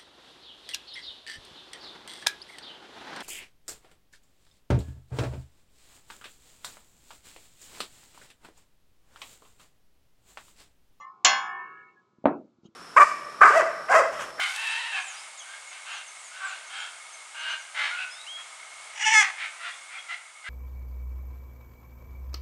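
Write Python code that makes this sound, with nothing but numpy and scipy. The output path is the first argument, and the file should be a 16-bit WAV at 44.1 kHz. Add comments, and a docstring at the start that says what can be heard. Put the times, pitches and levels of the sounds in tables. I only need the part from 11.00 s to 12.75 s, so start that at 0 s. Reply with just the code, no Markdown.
"""Tapping spokes on a truing stand

A spoked metal wheel turns with a faint rumble in a small workshop. One spoke still rings softly when a
metal tool taps the next: a bright clash, then spokes and rim sing on, wavering as the wheel turns.
A dull knock booms in the room among a few soft bumps. A noise suppressor pulls the fading partials
down, and the top end is cut away."""
import sys
import numpy as np
from scipy import signal
from scipy.fft import rfft, irfft, next_fast_len
from scipy.io import wavfile

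SR = 44100
rng = np.random.default_rng(int(sys.argv[2]) if len(sys.argv) > 2 else 0)


def pcm_store(signal):
    """Save signal as 16-bit PCM."""
    levels = np.round(np.clip(np.atleast_2d(signal), -1, 1) * 32767)
    wavfile.write(sys.argv[1], SR, levels.astype(np.int16).T)


N = 77175
T = np.arange(N) / SR

# taps on the spokes, the first just before we come in: start_s, strike_level_db, mode_gain_db
TAPS = [(-.1, -25.5, 4), (.2477, -0.5, -0.5)]
# bright clash of tool on spoke: pitch_hz, density_db, t60_s
CLASH = [(150, -25, 0.088), (500, -13, .09), (1440, 1, 0.23), (2400, 4, 0.27), (4200, 7.5, 0.034),
         (5750, 4.5, 0.15), (7300, 3.5, 0.21), (8200, -21, 0.1)]
# the tool's own short ping: pitch_hz, level_db, t60_s
TOOL_MODES = [(3000, -9.5, 0.0085), (7142, -4, .018)]
# modes of spokes and rim: pitch_hz
WHEEL_PITCHES = [549, 630, 731, 797, 872, 945, 995, 1059, 1097, 1115, 1133, 1161, 1202, 1279, 1436, 1540,
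                 1592, 1622, 1678, 1728, 1790, 2058, 2070, 2185, 2206, 2260, 2611, 2719, 2868, 3112, 3305,
                 3562, 4089, 4314, 4968, 5150, 5590, 5799, 6169, 6788, 6940]
# how each of those modes rings: t60_s, first_tap_db, second_tap_db
WHEEL_RING = [(.25, -38.5, -33), (0.3, -50.5, -26), (0.95, -53, -31.5), (1.18, -46, -34), (.9, -46, -35),
              (.9, -55, -32), (1.5, -42.5, -30), (1.2, -39, -28), (0.78, -46, -26.5), (1.4, -43, -30.5),
              (0.61, -50.5, -33.5), (1, -44, -29), (0.44, -52, -42), (1.774, -53.5, -34), (1.5, -57.5, -35),
              (1, -59.5, -28), (.6, -63.5, -34), (0.97, -62.5, -34), (3, -62.5, -38.5), (1.1, -61.5, -29.5),
              (1.7, -52, -29.5), (.32, -38, -17), (0.33, -34.5, -30), (0.82, -61, -38.5), (1.74, -62, -38),
              (1.2, -63, -37.5), (0.23, -70, -31), (0.33, -63.5, -26), (0.5, -61.5, -27.5),
              (0.15, -57.5, -22.5), (0.39, -55.5, -20.5), (0.32, -65.5, -27.5), (.28, -47.5, -28.5),
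              (.26, -53.5, -23.5), (.26, -53, -28.5), (0.46, -47.5, -30), (.3, -54.5, -27.5),
              (.26, -45, -27.5), (0.15, -63, -25.5), (.17, -31, -22.5), (0.32, -63, -22.5)]
# shimmer of dense modes and room after a tap: pitch_hz, density_db, t60_s
SHIMMER = [(60, -52, 0.46), (170, -21, 0.94), (404, -12, .3), (550, -7, 0.45), (800, -14.5, .3),
           (1100, -6.5, 0.63), (1600, -9, .35), (1840, -18, 0.65), (2940, 0, 0.39), (4633, -8, .28),
           (7100, -13, 0.46), (8000, -22.5, 0.094)]
# faint, long halo of the other spokes: pitch_hz, density_db, t60_s
HALO = [(300, -45, .6), (700, -37, .7), (1096, -22.5, .8), (1600, -26, 0.73), (1937, -37, 1),
        (2720, -33, 0.93), (3500, -34.5, 0.58), (4500, -40, 0.46), (7170, -32.5, .4)]
# the quiet workshop: pitch_hz, density_db
ROOM_TONE = [(25, -64), (60, -51), (120, -42.5), (300, -47.5), (700, -49), (1500, -41), (3000, -54),
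             (7000, -59), (9000, -69)]
# rumble of the turning wheel: pitch_hz, density_db
RUMBLE = [(70, -45.5), (130, -38), (280, -42), (370, -27), (480, -39.5), (900, -38.5), (2000, -47),
          (2700, -39), (3600, -55), (6000, -64.5)]
# soft bumps: start_s, level_db
BUMPS = [(0.358, -57), (1.133, -61), (1.184, -50.5), (1.221, -57), (1.572, -72), (1.585, -55.5),
         (1.633, -50), (1.6526, -42), (1.658, -48), (1.686, -50), (1.721, -70)]
# their low thud: pitch_hz, level_db, t60_s
BUMP_MODES = [(145, -9, 0.023), (225, 5, 0.025), (332, -9.5, 0.15)]
# faint rub at the strongest bump: pitch_hz, density_db
RUB = [(300, -45), (700, -35), (1400, -36), (2100, -48.5), (3300, -37.5), (4300, -43.5), (6500, -40),
       (8000, -58)]
# contacts of the dull knock: start_s, level_db, lowpass_hz
KNOCKS = [(1.2418, -19.5, 650), (1.2561, -1.5, 1900), (1.2594, -4.5, 1500)]
# the heavy body under the knock: pitch_hz, level_db, t60_s
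BODY_MODES = [(285, -12, 0.046), (620, -1.5, 0.011), (800, 1, 0.0047), (1350, -32, .008)]
# the room's boom after the knock: pitch_hz, density_db, t60_s
BOOM = [(30, -17.5, 0.082), (100, -14.5, 0.414), (190, -1, 0.37), (297.4, 12, 0.35), (400, 3, 0.32),
        (650, 6, 0.28), (1130, -4, .28), (2000, -18.5, .3), (3190, -28.5, 0.1), (4440, -40.5, 0.2),
        (7000, -47, .16)]
# the knock's contact click: pitch_hz, density_db, t60_s
CLICK = [(500, -18.5, 0.022), (2000, -6, 0.033), (3390, -29, 0.036), (4840, -26, 0.019), (7000, -37, 0.025)]
# noise suppressor curve: pitch_hz, threshold_db, deepest_cut_db
SUPPRESSOR = [(350, -85, 5), (700, -55.5, 7.5), (1055, -42, 10.5), (1390, -61, 13), (1750, -50.5, 31),
              (2130, -60.5, 17), (2757, -75, 16.5), (4030, -70, 11), (5150, -64.5, 14), (6900, -73.5, 13.5)]

NOISE_DB = -9.5   # rms of full-band noise at a density of 0 dB


def from_db(db):
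    """Decibels to gain."""
    return 10 ** (np.asarray(db) / 20)


def at_hz(table, hz, column=1):
    """One column of a table, read on a log-frequency axis."""
    table = np.array(table)
    return np.interp(np.log(np.maximum(hz, 1)), np.log(table[:, 0]), table[:, column])


def rolloff(x, hz, kind, order=2):
    """Butterworth low-pass or high-pass."""
    return signal.sosfilt(signal.butter(order, hz, kind, fs=SR, output="sos"), x + 1e-18)


def fade(start, t60):
    """Envelope with an instant attack and an exponential tail."""
    age = T - start
    return (age >= 0) * np.exp(-np.log(1000) * np.clip(age / t60, 0, 10))


def ring(start, modes):
    """Struck modes ring out as decaying sines."""
    return sum(from_db(db) * fade(start, t60) * np.sin(2 * np.pi * hz * (T - start))
               for hz, db, t60 in modes)


def noise(colour):
    """Steady noise of a given colour."""
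    hz = np.fft.rfftfreq(N, 1 / SR)
    return irfft(rfft(rng.standard_normal(N)) * from_db(NOISE_DB + at_hz(colour, hz)), N)


def swell(peak_s, width_s):
    """Bell-shaped fade in and out."""
    return np.exp(-.5 * ((T - peak_s) / width_s) ** 2)


def wash(hits, table, rise_cycles=.8):
    """Countless overlapping resonances: coloured noise, each band building and dying at its own rate."""
    size = next_fast_len(N)
    hz = np.fft.rfftfreq(size, 1 / SR)
    spectrum = rfft(rng.standard_normal(size)) * from_db(NOISE_DB + at_hz(table, hz))
    edges_hz = np.geomspace(70, 10000, 16)
    out = 0
    for low, high in zip(edges_hz, edges_hz[1:]):
        centre = np.sqrt(low * high)
        t60 = at_hz(table, centre, column=2)
        power = sum((from_db(db) * fade(start, t60) * np.tanh((T - start) * centre / rise_cycles)) ** 2
                    for start, db, *_ in hits)
        band = irfft(spectrum * ((hz >= low) & (hz < high)), size)[:N]
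        out += np.sqrt(power) * band
    return out


def waver(depth_db=3.5, speed_hz=7.2):
    """A mode's level drifts at random as the wheel turns."""
    size, control_hz = 1024, 256
    hz = np.fft.rfftfreq(size, 1 / control_hz)
    drift = irfft(rfft(rng.standard_normal(size)) * np.exp(-(hz / speed_hz) ** 2))
    return from_db(depth_db * np.interp(T, np.arange(size) / control_hz, drift / drift.std()))


def spoke_taps():
    """The tool clashes and pings on a spoke; the wheel's modes ring on in a shimmering halo."""
    metal = wash(TAPS, CLASH) + sum(from_db(db) * ring(start, TOOL_MODES) for start, db, _ in TAPS)
    last_tap_s = TAPS[-1][0]
    for i, (hz, (t60, *levels)) in enumerate(zip(WHEEL_PITCHES, WHEEL_RING)):
        envelope = sum(from_db(db + gain_db) * fade(start, t60)
                       for (start, _, gain_db), db in zip(TAPS, levels))
        tone = (-1) ** i * np.sin(2 * np.pi * hz * (T - last_tap_s))   # neighbours alternate polarity
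        metal += waver() * envelope * tone
    metal = rolloff(metal, 490, "high")   # the spokes' ring carries no bass
    return metal + wash(TAPS, SHIMMER) + wash(TAPS, HALO)


def room_tone():
    """A steady bed of quiet workshop air."""
    return noise(ROOM_TONE)


def wheel_rumble():
    """The turning wheel rumbles, swelling and fading."""
    return noise(RUMBLE) * swell(peak_s=.6, width_s=.25)


def bumps():
    """Muffled low thuds, with a faint rub at the strongest."""
    thuds = sum(from_db(db) * ring(start, BUMP_MODES) for start, db in BUMPS)
    rub = noise(RUB) * swell(peak_s=1.657, width_s=.013)
    return rolloff(thuds, 600, "low") + rub


def knock(room_delay_s=.005):
    """A light touch, a padded blow and its rebound on a heavy body; the room booms back."""
    # harder contacts are brighter
    body = sum(from_db(db) * rolloff(ring(start, BODY_MODES), hz, "low") for start, db, hz in KNOCKS)
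    body = rolloff(body, 153, "high", order=1)   # the body's deepest bass is thinned
    boom = wash([(start + room_delay_s, db) for start, db, _ in KNOCKS], BOOM)
    click = wash(KNOCKS[1:], CLICK)   # blow and rebound only
    return boom + click - body


def noise_suppressor(x, size=512, knee_db=.5, lag_s=.02):
    """Each narrow band ducks as its smoothed level sinks under the threshold."""
    hop = size // 4
    hz, _, bands = signal.stft(x, SR, nperseg=size, noverlap=size - hop)
    memory = np.exp(-hop / SR / lag_s)
    power = signal.lfilter([1 - memory], [1, -memory], np.abs(2 * bands) ** 2)
    under_db = at_hz(SUPPRESSOR, hz)[:, None] - 10 * np.log10(power + 1e-20)
    closed = .5 * (1 + np.tanh(under_db / (2 * knee_db)))
    cut_db = at_hz(SUPPRESSOR, hz, column=2)[:, None] * closed
    return signal.istft(bands * from_db(-cut_db), SR, nperseg=size, noverlap=size - hop)[1][:N]


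def scene():
    """Wheel, room, bumps and knock, mixed to mono."""
    return (spoke_taps() + room_tone() + wheel_rumble() + bumps() + knock())[None]


def record(dry):
    """Soft-clipped peaks, the microphone's bass roll-off, noise suppression and a steep treble cut."""
    rounded = 1.11 * np.tanh(dry[0] / 1.254)
    thinned = rolloff(rounded, 125, "high")
    treble_cut = signal.cheby1(12, .2, 7900, fs=SR, output="sos")
    return signal.sosfilt(treble_cut, noise_suppressor(thinned))[None]


dry = scene()
out = record(dry)
pcm_store(out)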